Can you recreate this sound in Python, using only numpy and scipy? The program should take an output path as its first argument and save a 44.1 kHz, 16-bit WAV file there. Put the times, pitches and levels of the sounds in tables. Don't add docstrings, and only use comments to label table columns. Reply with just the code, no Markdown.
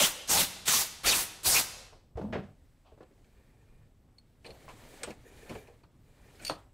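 import sys
import numpy as np
from scipy import signal
from scipy.fft import rfft, irfft, next_fast_len
from scipy.io import wavfile
from scipy.ndimage import uniform_filter1d

SR = 44100
rng = np.random.default_rng(int(sys.argv[2]) if len(sys.argv) > 2 else 0)


def to_wav(sig):
    pcm = np.clip(np.atleast_2d(sig), -1, 1) * 32767
    pcm = np.round(pcm).astype(np.int16)
    wavfile.write(sys.argv[1], SR, pcm.T)


def invert_db(level):
    return 10 ** (np.asarray(level, dtype=float) / 20)


N = 296793

# (t/s, fine friction level/dB)
EFFORT = [(2.5, -83.5), (2.88, -84.5), (3.36, -79), (3.86, -84), (3.93, -89.5), (4.41, -85.5), (4.47, -69),
          (4.92, -61.5), (5.1, -62), (5.17, -73.5), (5.42, -65), (5.53, -59.5), (5.65, -71), (5.9, -86),
          (6.23, -72), (6.38, -67.5), (6.44, -56.5), (6.72, -86)]


def rms_one(x):
    return x / np.sqrt(np.mean(x ** 2) + 1e-20)


def played(tables, fade_s, out_s=None):
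    t = np.arange(N) / SR
    s, *columns = np.transpose(np.concatenate(tables))
    gate = 0
    for rows in tables:
        start, end = rows[0][0], rows[-1][0]
        gate = gate + np.interp(t, [start - fade_s, start, end, end + (out_s or fade_s)], [0, 1, 1, 0])
    return [np.minimum(gate, 1)] + [np.interp(t, s, column) for column in columns]


def held(s, rise_s, length, fall_db_per_s, start_db=-18):
    t = np.arange(N) / SR - s
    rise = np.minimum(start_db * (1 - t / rise_s), 0)
    return np.where(t < 0, -200, rise - fall_db_per_s * np.maximum(t - length, 0))


def at_hz(points, hz):
    points = np.array(points)
    return np.interp(np.log(hz), np.log(points[:, 0]), points[:, 1])


def drift(rate):
    knots = rng.standard_normal(N // 64 + 400)
    r = np.exp(-128 * np.pi * rate / SR)
    slow = signal.lfilter([1], [1, -2 * r, r * r], knots)[398:]
    return np.interp(np.arange(N) / 64, np.arange(len(slow)), rms_one(slow))


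def bands(low_hz, high_hz, count=2):
    edges = np.geomspace(low_hz, high_hz, int(count * np.log2(high_hz / low_hz)) + 2)
    return [(np.sqrt(a * b), signal.butter(2, [a, b], "band", fs=SR, output="sos"))
            for a, b in zip(edges, edges[1:])]


def coloured(spectrum, patchy_db, rate, grain_db=0.):
    grain = invert_db(grain_db * np.minimum(rng.exponential(1, N), 5))
    white = rng.standard_normal((2, N)) * grain
    together = drift(rate / 2)
    out = np.zeros(N)
    for k, (hz, sos) in enumerate(bands(spectrum[0][0], spectrum[-1][0])):
        flicker_db = patchy_db * (0.65 * together + drift(rate))
        out += invert_db(at_hz(spectrum, hz) + flicker_db) * signal.sosfilt(sos, white[k % 2])
    return rms_one(out)


def resonance(x, hz, width_hz):
    r = np.exp(-np.pi * width_hz / SR)
    poles = [1, -2 * r * np.cos(2 * np.pi * hz / SR), r * r]
    return signal.lfilter([(1 - r * r) / 2, 0, (r * r - 1) / 2], poles, x)


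def twice(x, hz, width_hz):
    return resonance(resonance(x, hz, width_hz), hz, width_hz)


def moving_band(hz, width_hz, even=0.):
    lowpass = signal.butter(2, width_hz / 2, fs=SR, output="sos")
    slow = signal.sosfilt(lowpass, rng.standard_normal((2, len(hz))))
    slow = rms_one(slow) / (np.hypot(*rms_one(slow)) + .2) ** even
    phase = 2 * np.pi * np.cumsum(hz) / SR
    return rms_one(slow[0] * np.cos(phase) + slow[1] * np.sin(phase))


def add(track, s, sound):
    i = round(s * SR)
    track[i:i + len(sound)] += sound[:N - i]


def background():
    # (f/Hz, level/dB per Hz)
    hum = [(13, -27), (22, 2), (49, -3.5), (124, -4.5), (146, -17.5), (227, -7.5), (275, -19.5), (420, -19),
           (1500, -37.5), (1950, -68.5), (3300, -120)]
    # (f/Hz, level/dB per Hz)
    thin_air = [(530, -34.5), (900, -8), (1190, -10.5), (2630, -9.5), (13300, -18.5), (14500, -12),
                (16000, -25)]
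    # (f/Hz, width/Hz, level/dB)
    whines = [(7987, 130, -93), (14450, 25, -100), (14879, 40, -104)]
    # (t/s, length/s, then the rise/dB of each whine)
    swells = [(2.2, .2, 5.5, 12, 3), (2.4, 0.22, 3.6, 2, 3), (5.05, .1, 6, 0, 0), (6.56, .2, 5, 7, 0),
              (2.9, .9, 2, 0, 0)]
    _, effort_db = played([EFFORT], fade_s=.01)
    rumble = invert_db(-58.5 + 0.22 * (effort_db + 70)) * coloured(hum, patchy_db=2.0, rate=17.0)
    whine = np.zeros(N)
    for k, (hz, width_hz, db) in enumerate(whines):
        level = invert_db(db)
        for s, length, *rises_db in swells:
            level = level + (invert_db(db + rises_db[k]) - invert_db(db)) * invert_db(held(s, .03, length, 100))
        whine += level * moving_band(np.full(N, hz), width_hz)
    return rumble + invert_db(-81.5) * coloured(thin_air, patchy_db=-1.0, rate=7.3) + whine


def blow_gun():
    # (pulled t/s, let go t/s, hiss level/dB, sag while held/dB, low roar level/dB)
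    blasts = [(-.05, 0.063, -27.5, 0, 0), (0.275, 0.416, -28, -0.5, 0), (0.655, 0.813, -26, 3.5, -2),
              (1.034, 1.214, -27, 5, -1), (1.432, 1.593, -25, 3.5, 0.5)]
    # (t/s, level/dB)
    aim = [(0, 3), (.06, -1.5), (.3, -3), (.39, 0), (.48, -1.5), (.68, 1), (.72, -1), (.8, -2.5), (1.05, 2),
           (1.09, 1), (1.13, -1), (1.2, -2), (1.45, -3.5), (1.51, -5.5), (1.565, -0.5), (1.65, -1)]
    # (f/Hz, level/dB per Hz)
    hiss_colour = [(4200, -4.5), (5500, -1.5), (7000, -1.5), (8500, -3), (10200, -5), (12000, -8)]
    sizzle_colour = [(9300, -5), (10800, -1), (12500, 3), (14200, 0), (16600, -7)]
    roar_colour = [(15, -28.5), (25, -2.5), (198, -4), (525, -4.5), (678, -3.5), (757, -1), (961, -1.5),
                   (2000, -10), (2600, -44), (4400, -120)]
    rush_colour = [(1250, -3), (1600, -4.5), (2200, -0.5), (3000, 1), (4300, 2)]
    shut_s = .06
    t, flow, open_s, roar_db = np.arange(N) / SR, 0, 0, 0
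    for opens, shuts, db, sag_db, low_db in blasts:
        length = shuts - opens
        since = np.clip(t - opens, 0, length)
        closed = np.interp(t, [shuts + shut_s, shuts + shut_s + .03], [1, 0])
        valve_db = held(opens, 0.03, length, 329.5, start_db=-21)
        flow = flow + closed * invert_db(db - sag_db * since / length + valve_db)
        open_s = np.where(t >= opens, since, open_s)
        roar_db = np.where(t >= opens, low_db, roar_db)
    _, aim_db = played([aim], fade_s=.01)
    hiss = coloured(hiss_colour, patchy_db=1.58, rate=19)
    sizzle = invert_db(-6.5 + 19.5 * open_s) * coloured(sizzle_colour, patchy_db=1.0, rate=49)
    roar = invert_db(-6 + roar_db + aim_db) * coloured(roar_colour, patchy_db=-2.5, rate=14)
    rush = invert_db(-2.5 + 1.7 * aim_db) * coloured(rush_colour, patchy_db=0.86, rate=20.0)
    return flow * invert_db(0.8 * drift(60)) * (hiss + sizzle + roar + rush)


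def pockets():
    # (t/s, length/s, from f/Hz, to f/Hz, level/dB)
    passes = [(0, 0.038, 620, 653.2, -32.5), (0.018, 0.055, 2900, 3500, -26),
              (0.282, 0.04607, 6450, 5700, -32), (0.305, 0.1, 760, 900, -36),
              (0.376, 0.05, 3940, 3000, -37), (0.672, 0.03815, 7700, 6680, -26.5),
              (0.686, 0.097, 3580, 3700, -42), (1.065, 0.052, 4800, 4563, -26.5),
              (1.104, 0.03, 3700, 3400, -29), (1.126, .022, 2700, 2550, -29), (1.075, .03, 2400, 2200, -33),
              (1.45, .07, 11800, 12300, -35), (.07, .22, 3100, 3000, -51), (.07, .2, 560, 540, -54),
              (0, .07, 2200, 2300, -36), (.7, .1, 6200, 5900, -34), (1.65, .25, 560, 540, -61),
              (1.44, 0.07, 4300, 4100, -32.5), (1.542, 0.052, 2400, 2550, -27),
              (1.57, .045, 900, 600, -38.5), (1.036, .04, 1250, 1500, -38.5),
              (1.05, 0.087, 6200, 5800, -33), (.7, 0.083, 1150, 1200, -37), (0, .07, 6700, 8300, -34),
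              (0, .065, 5900, 5700, -33), (.3, 0.09, 12500, 13000, -38), (.69, .1, 12800, 12500, -37),
              (1.46, .12, 8500, 8800, -34), (.28, .13, 7500, 7000, -36), (.755, 0.038, 4900, 5400, -36),
              (.75, .04, 3500, 3600, -36.5), (.33, .05, 6500, 5400, -35), (1.5, 0.069, 5700, 5000, -36),
              (0, 0.056, 197.6, 180, -38.5)]
    out = np.zeros(N)
    for s, length, from_hz, to_hz, db in passes:
        hz = np.linspace(from_hz, to_hz, round(length * SR))
        whistle = moving_band(hz, width_hz=0.21 * from_hz, even=.3)
        add(out, s, invert_db(db) * np.hanning(len(hz)) ** 0.45 * whistle)
    return out * invert_db(0.92 * drift(80))


def shop(x, tail_share):
    # (f/Hz, t60/s)
    room_t60 = [(60, 1.8), (250, 1.1), (1000, 1.13), (4000, 1.06), (9000, 0.69), (12500, 0.52),
                (15500, 0.36)]
    t = np.arange(SR * 3 // 2) / SR
    white = rng.standard_normal((2, len(t)))
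    late_db = 70 * np.maximum(t - 0.28, 0)
    echo = np.zeros(len(t))
    for k, (hz, sos) in enumerate(bands(40, 17000, count=4)):
        decay_db = -60 * t / at_hz(room_t60, hz) / tail_share - min(hz / 2002, 1) * late_db
        echo += signal.sosfilt(sos, white[k % 2]) * invert_db(decay_db)
    echo = echo * (1 - np.exp(-t / 0.006))
    return signal.fftconvolve(x, echo / np.sqrt(np.sum(echo ** 2)))[:N]


def knocks():
    # (t/s, peak level/dB, f/Hz, burst/ms, brightness/dB)
    tool_knocks = [(1.925, -47, 493.5, 23, -10), (2.041, -60.5, 150.1, 26, -26.5),
                   (2.848, -58, 694.8, 30, -9), (2.863, -57, 650, 39, -4.5),
                   (2.917, -51, 420, 16.16, -20.5), (2.976, -52, 390, 9.8, -26.5),
                   (3.005, -43.5, 390, 16, -28), (3.029, -45.5, 348, 4.656, -17),
                   (3.008, -52, 1000, 14, -14), (2.179, -42, 700, 8, -22), (2.327, -40, 1700, 25, -12),
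                   (4.447, -42.5, 407, 57, -10), (4.68, -39, 760, 14, -12), (4.697, -43, 790, 14, -8),
                   (4.938, -45, 305, 4.1, -20.5), (5.679, -49.5, 488, 25, -19), (5.833, -55, 255, 12, -26),
                   (6.496, -28, 845, 16.5, -10)]
    more_knocks = [(2.157, -49, 600, 8, -26), (2.213, -38, 600, 6, -20), (2.326, -33.5, 1390, 34.5, -32),
                   (2.356, -31, 343, 5.699, -35), (5.035, -33, 1130, 12.3, -1), (5.84, -55, 945, 9.3, -15),
                   (5.551, -43, 445, 8.3, -19.5), (6.4973, -18, 710, 0.91, -4), (6.499, -26, 587, 6, -30),
                   (6.501, -41, 128.4, 22, -41)]
    out, t = np.zeros(N), np.arange(SR // 5) / SR
    for s, db, hz, burst_ms, bright_db in tool_knocks + more_knocks:
        decay = np.exp(-1000 * t / max(burst_ms, 1))
        burst = rng.standard_normal(len(t)) * decay * (1 - np.exp(-t / 0.0037))
        burst[40] += 5.0
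        body = twice(burst, hz, 1.08 * hz)
        edge = twice(burst, 2200, 2400)
        knock = body / np.abs(body).max() + invert_db(bright_db) * edge / np.abs(edge).max()
        add(out, s, invert_db(db) * knock)
    return signal.sosfilt(signal.butter(2, 6000, fs=SR, output="sos"), out)


def pushes():
    # (t/s, peak level/dB, f/Hz, t60/s)
    panel_pushes = [(2.179, -28.5, 448, 0.055), (2.196, -35, 328, 0.072), (2.212, -30.5, 202, 0.087),
                    (2.234, -32, 214, 0.16), (2.252, -36, 201, .12), (2.277, -41, 244, 0.085),
                    (2.299, -46, 193, 0.094), (2.332, -27, 240, 0.037), (2.327, -32, 620, 0.061),
                    (2.345, -33, 480, 0.044), (2.373, -33, 298, 0.056), (2.392, -32.5, 192, 0.068),
                    (2.408, -34, 230, 0.036), (2.431, -46, 180, 0.049), (5.019, -42, 557, 0.087),
                    (5.036, -34, 490, 0.07), (5.075, -33.5, 602, 0.037), (5.088, -40, 329, 0.089),
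                    (5.111, -39, 600, 0.038), (5.172, -55, 300, .08), (2.1545, -25.5, 71.7, .1),
                    (3.108, -54, 401, 0.073), (3.355, -51, 60, 0.24), (3.632, -53, 90, 0.14),
                    (3.79, -47, 100, .15), (5.683, -53, 480, .15), (5.504, -35.5, 330, 0.076),
                    (5.518, -37.5, 280, .08), (5.563, -37, 450, 0.057), (2.3346, -26, 340, .03),
                    (2.3565, -26, 330, 0.033), (6.4, -51, 1490, .08), (6.424, -50, 2350, .08),
                    (6.5, -33.5, 311, 0.086), (6.405, -50, 230, .1), (6.435, -48, 260, .1),
                    (3.01, -52, 210, .08), (2.921, -53, 428, .06), (3.007, -47, 395, 0.074),
                    (3.03, -52, 603, 0.025), (5.836, -56, 950, .05), (2.2135, -36, 620, .04),
                    (2.203, -38, 120, .05), (6.505, -35.5, 812, 0.11), (6.52, -48, 700, 0.083)]
    out, t = np.zeros(N), np.arange(SR // 5) / SR
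    for s, db, hz, t60 in panel_pushes:
        partner_db = -6 - 4.0 * hz / 1000
        pair = np.sin(2 * np.pi * hz * t) + invert_db(partner_db) * np.sin(2 * np.pi * 1.37 * hz * t)
        rise = 1 - np.exp(-t * hz / 0.58)
        add(out, s, invert_db(db - 60 * t / t60) * rise * pair)
    return out


def rustle():
    return invert_db(-78 + held(2.155, .01, .24, 150)) * twice(rng.standard_normal(N), 11000, 12000)


def shaken(contacts, modes):
    out = np.zeros(N)
    for k, (hz, width_hz, db) in enumerate(modes):
        out += (-1) ** k * invert_db(db) * rms_one(twice(contacts, hz, 2.0 * width_hz))
    return rms_one(out)


def bumps():
    # (t/s, boom held/s, boom level/dB, panels and clatter/dB rel. boom)
    hits = [(2.168, 0.034, -46.5, 7.5, -8), (2.212, 0.095, -43.5, -2, -17), (2.322, 0.067, -41, 5, -18),
            (2.425, 0.078, -57.5, 0, -7.5), (5.07, 0.037, -48.5, 4.5, -4.5), (5.1, 0.021, -69, -1.5, -4),
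            (5.495, 0.04, -43.5, 1, -7), (5.551, 0.01, -49.5, 8, -10)]
    # (f/Hz, width/Hz, level/dB)
    cabinet_modes = [(57.019, 35.587, -3), (103, 102, 0.5), (226, 24, 3.5), (276.07, 220, -20)]
    panel_modes = [(386, 67, 7), (533, 150, 9.5), (620, 316, 4), (838, 60, -0.5), (1166.4, 79, -36.5),
                   (1460, 50, -28.5)]
    boom = panel = hard = 0
    for s, length, db, panel_db, clatter_db in hits:
        contact = invert_db(db + held(s, 0.0048, length, 495))
        since = np.maximum(np.arange(N) / SR - s, 0)
        boom = boom + contact
        panel = panel + contact * invert_db(panel_db - 115 * since)
        hard = hard + contact * invert_db(clatter_db - 136 * since)
    contacts = (rng.random(N) < 1100 / SR) * rng.standard_normal(N) + 1e-9
    clatter_colour = [(900, 12.5), (2500, 3.5), (5000, -6), (8000, -9.5), (16000, -34)]   # (f/Hz, dB per Hz)
    clatter = coloured(clatter_colour, patchy_db=1.0, rate=38, grain_db=0.5)
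    return boom * shaken(contacts, cabinet_modes) + panel * shaken(contacts, panel_modes) + hard * clatter


def sliding():
    # (f/Hz, level/dB per Hz)
    fine_colour = [(2600, -5.5), (3500, 5), (5000, -4.5), (7000, -1.5), (8600, -0.5), (10500, -7),
                   (13000, -7.5), (16200, -14.5)]
    coarse_colour = [(200, 7), (420, 7.5), (700, 5.5), (1200, -2.5), (2100, 0.5), (3200, -12.5)]
    # (t/s, length/s, level/dB)
    drags = [(3.26, 0.58, -75), (4.758, 0.1766, -64.5), (5.218, 0.417, -60), (6.215, .13, -76),
             (6.015, 0.39, -77.5)]
    # (f/Hz, width/Hz, level/dB)
    drag_modes = [(420, 130, 9.5), (1790, 200, 3), (2100, 900, -1), (2380, 140, 2), (3700, 200, -8),
                  (11507, 6500, -5)]
    pressed_modes = [(6950, 700, -14), (9500, 700, -17)]
    gate, effort_db = played([EFFORT], fade_s=0.1)
    fine = invert_db(effort_db) * coloured(fine_colour, patchy_db=-1.0, rate=20.82, grain_db=-3.5)
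    coarse_db = -64 + 0.91 * (effort_db + 69)
    coarse = invert_db(coarse_db) * coloured(coarse_colour, patchy_db=2.0, rate=52.0, grain_db=2.5)
    drag = sum(invert_db(db + held(s, 0.043, length, 190)) for s, length, db in drags)
    drag = drag * invert_db(2 * drift(14.1))
    grit = rng.standard_normal(N)
    sung = np.zeros(N)
    for hz, width_hz, db in drag_modes:
        sung += invert_db(db + 2.4 * drift(9.6)) * rms_one(twice(grit, hz, width_hz))
    pressed = sum(invert_db(db) * rms_one(resonance(grit, hz, w)) for hz, w, db in pressed_modes)
    pressure = np.minimum(drag / invert_db(-62), 1) ** 2
    return gate * (fine + coarse) + drag * (rms_one(sung) + pressure * pressed)


def clicks():
    # (t/s, peak level/dB, crack/dB rel. ring, t60/s, loudest f/Hz)
    touches = [(3.029, -58, -8, 0.04, 2700), (3.244, -63, -3.5, 0.05734, 1930),
               (3.2974, -73, -10.0, 0.045, 4150), (4.1835, -51, -10, 0.029, 4700),
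               (4.4448, -43, -12.5, 0.14, 2170), (4.4625, -41, -11, 0.049, 3960),
               (4.455, -49, -8, .05, 4250), (4.4715, -47, -9, 0.027, 4300), (4.703, -52, -4, .05, 2400),
               (4.5039, -43.5, -14, 0.058, 4000), (4.687, -45, -6, 0.1166, 2608),
               (5.033, -35.5, 7.5, 0.04, 2152), (5.0328, -32, -25.5, 0.056, 8150),
               (5.105, -41, 1, 0.027, 2509), (5.111, -44, -9, 0.059, 2600), (5.495, -40, -5, 0.072, 1810),
               (5.5505, -42.5, -10.5, 0.11, 2290), (5.6726, -54, -4, 0.11, 2168),
               (5.834, -62.5, -4.0, 0.05, 1753), (5.838, -64, -16, 0.041, 4300),
               (6.3548, -60, -7, 0.055, 4970), (6.3952, -49, -9, 0.3, 2313), (6.417, -52, -8, 0.1298, 8900),
               (6.424, -50, -6, 0.05, 6900), (6.449, -37, 3, 0.04, 4250), (6.449, -37, -2, 0.019, 8990),
               (6.4979, -38, -10, 0.13, 4410)]
    # (f/Hz, width/Hz, level/dB)
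    wrench_modes = [(1760, 110, 2.5), (2400, 410, 8), (2875.8, 230, -5), (4230, 320, 4), (5288.2, 300, -21),
                    (6900, 300, -4), (8440, 450, -1), (9550, 230, -28.5), (13090, 700, -3)]
    spread_hz = 1400
    out, t = np.zeros(N), np.arange(SR // 5) / SR
    for s, db, crack_db, t60, top_hz in touches:
        touch = rng.standard_normal(len(t)) * invert_db(-60 * t / t60)
        ring = np.zeros(len(t))
        for hz, width_hz, mode_db in wrench_modes:
            near_db = -6 * ((hz - top_hz) / spread_hz) ** 2
            overtone_db = -10.5 - 6 * ((hz - 2 * top_hz) / spread_hz) ** 2
            driven = twice(touch, hz, 2.0 * width_hz) / np.sqrt(width_hz)
            ring += invert_db(mode_db + max(near_db, overtone_db)) * driven
        crack = twice(touch, top_hz, 7500)
        click = ring / np.abs(ring).max() + invert_db(crack_db) * crack / np.abs(crack).max()
        add(out, s, invert_db(db) * click)
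    return out


def rings():
    # (t/s, peak level/dB, f/Hz, t60/s)
    taps = [(4.183, -50, 4330, .05), (4.184, -67, 8500, .05), (5.034, -55, 7980, .25),
            (5.034, -58, 8450, .12), (5.034, -57, 5450, .13), (5.034, -55, 6900, .07),
            (5.034, -58, 3700, .12), (5.036, -53, 2400, .15), (4.452, -64, 8400, .06),
            (4.464, -62, 8450, .06), (4.504, -66, 8400, .05), (6.353, -64, 5050, .08),
            (6.396, -60, 4250, .08), (6.416, -58, 8750, .1), (6.43, -60, 9000, .1),
            (6.449, -54, 12000, .08), (5.553, -58, 2340, .25), (5.836, -66, 4400, .05)]
    out, t = np.zeros(N), np.arange(SR // 4) / SR
    for s, db, hz, t60 in taps:
        pair = np.sin(2 * np.pi * hz * t) + invert_db(-4) * np.sin(2 * np.pi * 1.012 * hz * t)
        add(out, s, invert_db(db - 60 * t / t60) * (1 - np.exp(-t / .001)) * pair)
    return out


def squeals():
    # (t/s, f/Hz, level/dB)
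    squeaks = [
        [(4.44, 8867, -83), (4.5, 11310, -79), (4.58, 13490, -82), (4.67, 15880, -78.5)],
        [(5.99, 12600, -92.5), (6.02, 13560, -90), (6.07, 15400, -89)],
        [(6.357, 15500, -84), (6.38, 11500, -84)],
    ]
    # (t/s, level/dB, f/Hz)
    scrape = [(6.45, -38, 4494), (6.46, -50, 4610), (6.47, -36.5, 4550), (6.476, -46, 4570),
              (6.481, -34.5, 4600), (6.487, -49, 4535), (6.495, -42, 4470), (6.515, -51, 4380),
              (6.56, -66, 4450)]
    # (multiple of the pitch, width/Hz, level/dB)
    scrape_modes = [(.55, 925, -6.5), (.76, 300, -15), (1.001, 260, 1.5), (1.25, 2400, -7), (2.02, 480, -8),
                    (2.63, 480, -16)]
    gate, hz, db = played(squeaks, fade_s=0.01584)
    squeaked = gate * invert_db(db) * moving_band(hz, 120)
    gate, db, hz = played([scrape], fade_s=0.00084, out_s=0.011)
    modes = sum(invert_db(mode_db) * moving_band(k * hz, w, even=.5) for k, w, mode_db in scrape_modes)
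    return squeaked + gate * invert_db(db + .6 * drift(69.5)) * modes


def difference(mid):
    # (f/Hz, level/dB)
    side_colour = [(40, 6.5), (300, 2), (1000, 5), (2500, -7.5), (5000, 1.5), (10000, 7), (16000, 9)]
    late, blocks = np.roll(mid, 300), N // 1024 + 1
    mood = rng.standard_normal(blocks // 2 + 1).repeat(2)[:blocks]
    out = invert_db(-93) * twice(rng.standard_normal(N), 11000, 14000)
    for hz, sos in bands(60, 15800):
        apart = mood + .7 * rng.standard_normal(blocks) > 1.2
        gate = uniform_filter1d(apart.repeat(1024)[:N] * 1., size=500)
        out = out + invert_db(-14.5 + at_hz(side_colour, hz)) * gate * signal.sosfilt(sos, late)
    return out


def scene():
    jet, whistles = blow_gun(), pockets()
    dull = knocks() + pushes() + bumps()
    steel = clicks() + rings()
    wet = invert_db(-14.5) * shop(jet + invert_db(-12) * whistles, tail_share=1.0)
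    wet = wet + invert_db(-14) * shop(dull + invert_db(-9) * steel, tail_share=0.26)
    mid = background() + jet + whistles + dull + steel + wet + rustle() + sliding() + squeals()
    side = difference(mid)
    return np.array([mid + side, mid - side])


def low_pass(x):
    return signal.sosfilt(signal.butter(12, 15913, fs=SR, output="sos"), x)


def record(dry):
    limit, cutoff_hz = .36, 15830
    size = next_fast_len(N + SR // 4)
    edge = np.clip((cutoff_hz - np.fft.rfftfreq(size, 1 / SR)) / 200, 0, 1)
    rounded = limit * np.tanh(dry / limit)
    cut = irfft(rfft(rounded, size) * edge, size)[:, :N]
    return low_pass(cut)


dry = scene()
out = record(dry)
to_wav(out)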